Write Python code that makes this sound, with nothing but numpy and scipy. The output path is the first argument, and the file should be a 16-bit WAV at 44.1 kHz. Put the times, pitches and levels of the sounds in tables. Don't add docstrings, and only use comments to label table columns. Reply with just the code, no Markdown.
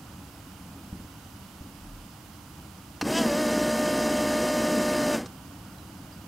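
import sys
import numpy as np
from scipy.fft import rfft, irfft
from scipy.io import wavfile
from scipy.ndimage import uniform_filter1d

SR = 44100
rng = np.random.default_rng(int(sys.argv[2]) if len(sys.argv) > 2 else 0)


def file_out(sig):
    cols = np.atleast_2d(sig).T
    lim = np.clip(cols, -1, 1)
    pcm = np.round(lim * 32767).astype(np.int16)
    wavfile.write(sys.argv[1], SR, pcm)


N = 276507
T = np.arange(N) / SR
HZ = np.maximum(np.arange(N // 2 + 1) * SR / N, 1)
ON_S, PEAK_S, OFF_S = 3.02, 3.19, 5.15

# f/Hz, relative density/dB
OUTDOOR_SPECTRUM = [(15, -30), (25, -15), (86, 2), (150, -2), (195, 1), (237, -6), (285, 0), (400, -19),
                    (820, -15.5), (1000, -19.5), (1430, -17), (1750, -30), (2500, -34), (5000, -72)]
# t/s, level/dB
OUTDOOR_LEVEL = [(0, -46), (.8, -46), (1.3, -47), (2.7, -47.5), (5.4, -45)]
# f/Hz, relative density/dB
AIR_SPECTRUM = [(30, -9), (110, 3), (280, 0.5), (450, -2), (640, -1.5), (1020, 4.5), (1450, -3), (2400, -5),
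                (2900, 0), (3500, -5.5), (4400, -6), (4900, -3.5), (5500, -6.5), (15000, -9.5)]
# t/s, level/dB
BUMPS = [(.275, -45), (.928, -32), (.997, -42), (1.04, -44), (1.607, -40), (1.645, -43), (6.045, -43)]
# f/Hz, relative density/dB
BUMP_SPECTRUM = [(24, -37), (40, -19), (80, 0.5), (151, -38), (189, -7), (317, -19), (832, -43), (900, -36),
                 (1170, -63), (1980, -120)]
# t/s, level/dB
CLICKS = [(3.012, -23), (3.0185, -42), (5.259, -42)]
# f/Hz, relative density/dB
CLICK_SPECTRUM = [(240, -40), (500, -8), (1050, 9.5), (1800, 1), (2400, 4.5), (3200, -2), (3800, -12),
                  (4300, 7), (4800, -6.5), (5500, 3.5), (6300, -5), (7200, -10), (9500, -16), (15500, -20)]
# f/Hz, width/Hz, gain/dB
TRUNK_MODES = [(128.5, 11, 8.5), (162.5, 9.5, -0.5), (227, 20, 11), (282, 22, 5.5), (304, 12, 5),
               (324, 41, -4), (406, 22, -16), (482, 30, 6), (917, 110, -6), (1028, 16, 1), (1242, 21, -5.5),
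               (1263, 49, 1.5), (1310, 46, -7), (1360, 21, -8), (1407, 24, -17), (1613, 29, -4),
               (1670, 66, 4), (1770, 44, -14), (1870, 23, 4.5), (1928, 37, -22), (2310, 38, 1.5),
               (2370, 220, -9.5)]
# f/Hz, width/Hz, gain/dB
HOUSING_MODES = [(2900, 40, 1.5), (2970, 150, -6.5), (3180, 250, 8.4), (3230, 135, -7.5), (3260, 35, 7.5),
                 (3435, 97, -16.5), (4046, 110, -11.5), (4175, 113, 11.5), (4280, 190, -9.5),
                 (4610, 120, -7.5), (4810, 210, 6.5), (5390, 110, 10.5), (5520, 360, -8), (5690, 130, 7.5),
                 (6080, 61, 6), (6500, 78, -2), (6830, 474, 3), (7020, 119, 0), (7100, 113, 3),
                 (7540, 106, 6), (7630, 128, -2.5), (7914, 97, 3), (8030, 520, 5), (8360, 170, 5.5),
                 (8710, 88, 9), (9050, 140, 9.5), (9700, 181, 3.5), (12757, 303, -2), (13400, 173, 5)]
# t/s, f/Hz
CRUISE_SPEED = [(3.6, 60.6), (4.032, 60.7), (4.276, 60.5), (4.422, 60.8), (5.032, 60.4), (5.14, 59.6)]
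# rotor order, relative level/dB
ROLLER_TONES = [(5, -40), (10, -29.3), (15, -42), (20, -40.7), (25, -53), (30, -42.5), (35, -54.5),
                (40, -60), (45, -51.5), (50, -50.5), (65, -53), (70, -58), (75, -62), (80, -56), (100, -52),
                (105, -62), (110, -54.5), (115, -57), (120, -58.5), (135, -60), (150, -58), (180, -65),
                (190, -65), (195, -62)]
# rotor order, relative level/dB
SHAFT_TONES = [(1, -50), (4, -43.5), (6, -48), (7, -49.5), (9, -43.5), (11, -43), (12, -47), (16, -58),
               (17, -53), (19, -57), (21, -79), (23, -57.5), (24, -46.5), (28, -75), (29, -50), (31, -60),
               (32, -54.5), (34, -66), (36, -51.5), (37, -59.5), (82, -52)]
# f/Hz, relative density/dB
FLOW_SPECTRUM = [(40, -51), (100, -31), (160, -13), (230, -8.5), (340, -4), (420, -12), (700, -16),
                 (1300, -20.5), (2200, -22), (3600, -29.5), (5000, -27.5), (8500, -36.5), (12500, -36.5),
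                 (15600, -45.2)]
# f/Hz, level/dB, t60/s
MOUNT_MODES = [(235, -19, .045), (300, -14, .035), (640, -33, .03)]
# t/s, gain/dB, rise/s, fall/s
RASPS = [(3.18, 4.5, 0.036, 0.028), (5.148, 1, 0.0097, 0.01), (5.263, -6, 0.0033, .005)]
# rotor order, relative level/dB
RASP_TONES = [(15, -38), (25, -37), (40, -41), (45, -38), (50, -46)]
# f/Hz, relative density/dB
RASP_SPECTRUM = [(500, -30), (1500, -2), (2200, -8), (2900, 1), (3800, 0), (6000, -2), (8500, -11),
                 (10500, -26), (15000, -32)]
# t/s, level/dB
SHUDDERS = [(3.208, -26), (3.259, -25), (3.58, -29), (4.78, -28.5)]
# t/s, f/Hz, level/dB
PINGS = [(5.783, 3990, -52), (6.126, 4840, -50)]


def from_db(db):
    return 10 ** (np.asarray(db) / 20)


def rms_one(x):
    return x / np.sqrt(np.mean(x ** 2) + 1e-20)


def curve(points):
    return np.interp(T, *np.transpose(points))


def colour(points):
    hz, db = np.transpose(points)
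    return from_db(np.interp(np.log(HZ), np.log(hz), db))


def noise(gain):
    return rms_one(irfft(rfft(rng.standard_normal(N)) * gain, N))


def drift(rate_hz):
    knots = rng.standard_normal(4000)
    return 0.73 * np.interp(T * rate_hz, np.arange(len(knots)), knots)


def lowpass(edge_hz, order=4):
    return 1 / np.sqrt(1 + (HZ / edge_hz) ** (2 * order))


def bursts(events, t60_s):
    return sum((T >= s) * from_db(db - 60 * np.clip(T - s, 0, 2 * t60_s) / t60_s) for s, db in events)


def flare(peak_s, db, rise_s, fall_s):
    return from_db(db) * np.exp(-np.maximum((peak_s - T) / rise_s, (T - peak_s) / fall_s))


def outdoor_rumble(unrest_db=1.2):
    return from_db(curve(OUTDOOR_LEVEL) + unrest_db * drift(17)) * noise(colour(OUTDOOR_SPECTRUM))


def air(speed_hz, level_db=-48.5, dip_db=-30, crossfeed=0.17, left_db=-10.0):
    right = noise(colour(AIR_SPECTRUM))
    left = crossfeed * right + from_db(left_db) * noise(colour(AIR_SPECTRUM))
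    pace = speed_hz / curve(CRUISE_SPEED)
    return from_db(level_db + dip_db * pace ** 2) * np.array([left, right])


def bumps():
    return bursts(BUMPS, t60_s=0.17) * noise(colour(BUMP_SPECTRUM))


def swell(centre_s=1.92, half_width_s=0.11, hz=37, level_db=-44):
    envelope = from_db(level_db) * np.exp(-((T - centre_s) / half_width_s) ** 2)
    return envelope * np.sin(2 * np.pi * hz * T)


def resonances():
    modes = TRUNK_MODES + HOUSING_MODES
    return from_db(sum(db / (1 + (2 * (HZ - hz) / width_hz) ** 2) for hz, width_hz, db in modes))


def clicks(ring=0.35):
    return bursts(CLICKS, t60_s=0.048) * noise(colour(CLICK_SPECTRUM) * resonances() ** ring)


def rotor_speed(overshoot_hz=6.4, hunt_hz=2.6, hunt_hz_per_s=17.5, decay_s=0.14, brake_hz_per_s=430):
    spin_up = np.clip((T - ON_S) / (PEAK_S - ON_S), 0, 1) ** 0.125
    age_s = np.maximum(T - PEAK_S, 0)
    hunt_cycles = age_s * (hunt_hz + 0.5 * hunt_hz_per_s * age_s)
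    hunt = np.exp(-age_s / decay_s) * np.cos(2 * np.pi * hunt_cycles)
    braking_hz = brake_hz_per_s * np.maximum(T - OFF_S, 0)
    return np.maximum(spin_up * (curve(CRUISE_SPEED) + overshoot_hz * hunt) - braking_hz, 0)


def roller_seal(build_s=0.13, release_s=0.012, slack_db=-13):
    build = 1 - np.exp(-np.maximum(T - ON_S, 0) / build_s)
    release = np.exp(-np.maximum(T - OFF_S, 0) / release_s)
    return np.maximum(build * release, from_db(slack_db))


def whine(tones, turns, speed_hz, waver=0.025, treble_waver=0.27):
    total = np.zeros(N)
    for order, db in tones:
        depth = waver + treble_waver * min(order / 100, 1)
        phase = 2 * np.pi * order * turns + rng.uniform(0, 2 * np.pi)
        total += from_db(db) * (1 + depth * drift(50)) * np.sin(phase)
    return total * (speed_hz > 0)


def churn(turns, roller_depth=0.15, shaft_depth=0.084, grit_db=-0.3):
    gain = colour(FLOW_SPECTRUM) * resonances()
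    low, low_mid = lowpass(edge_hz=410), lowpass(edge_hz=2300)
    rumble = noise(gain * low)
    rumble /= np.sqrt(uniform_filter1d(rumble ** 2, size=2200))
    rush = noise(gain * np.sqrt(1 - low ** 2) * low_mid)
    hiss = noise(gain * np.sqrt(1 - low_mid ** 2))
    roller_pulse = 1 + roller_depth * np.cos(2 * np.pi * 5 * turns)
    shaft_pulse = 1 + shaft_depth * np.cos(2 * np.pi * turns)
    grain = rms_one(roller_pulse * shaft_pulse) * from_db(grit_db * drift(480))
    return rumble, rush * grain, hiss * grain


def pump(speed_hz, tone_gain_db=2.5, rumble_db=-29.5, rush_db=-33.5, hiss_db=-36,
         prime_s=0.052, leak=0.33, jitter_turns=0.00062, slack_jitter_turns=0.003):
    turns = np.cumsum(speed_hz) / SR
    pace = speed_hz / curve(CRUISE_SPEED)
    primed = np.clip((T - ON_S) / prime_s, 0, 1) ** 1.03
    seal = roller_seal()
    shudder = sum(flare(s, db, rise_s=0.0038, fall_s=0.011) for s, db in SHUDDERS)
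    rumble, rush, hiss = churn(turns)
    rumble *= from_db(rumble_db) * pace ** 1.33 + shudder
    rush *= from_db(rush_db) * (1 + leak * (1 - seal))
    hiss *= from_db(hiss_db) * pace ** 1.8
    roller_turns = turns + (jitter_turns + slack_jitter_turns * (1 - seal)) * drift(250)
    tones = seal * from_db(tone_gain_db) * whine(ROLLER_TONES + SHAFT_TONES, roller_turns, speed_hz)
    whirr = np.minimum(pace, 1) ** 1.23 * (tones + rush)
    return rumble + primed * (whirr + hiss + rasp(roller_turns, speed_hz))


def kick(start_s=3.026, rise_s=0.0018):
    age_s = np.clip(T - start_s, 0, 1)
    rocking = sum(from_db(db - 60 * age_s / t60_s) * np.sin(2 * np.pi * hz * age_s)
                  for hz, db, t60_s in MOUNT_MODES)
    return rocking * (1 - np.exp(-age_s / rise_s))


def rasp(turns, speed_hz, scrape_gain_db=-36.5):
    tones = whine(RASP_TONES, turns, speed_hz)
    scrape = from_db(scrape_gain_db) * noise(colour(RASP_SPECTRUM) * resonances())
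    return sum(flare(*row) for row in RASPS) * (tones + scrape)


def pings(t60_s=0.11):
    return sum(bursts([(s, db)], t60_s) * np.sin(2 * np.pi * hz * T) for s, hz, db in PINGS)


def scene():
    speed_hz = rotor_speed()
    machine = pump(speed_hz) + clicks() + kick() + pings()
    return machine + outdoor_rumble() + bumps() + swell() + air(speed_hz)


def record(dry, cutoff_hz=15800, taper_hz=100):
    return irfft(rfft(dry) * np.clip((cutoff_hz - HZ) / taper_hz + 0.5, 0, 1), N)


dry = scene()
out = record(dry)
file_out(out)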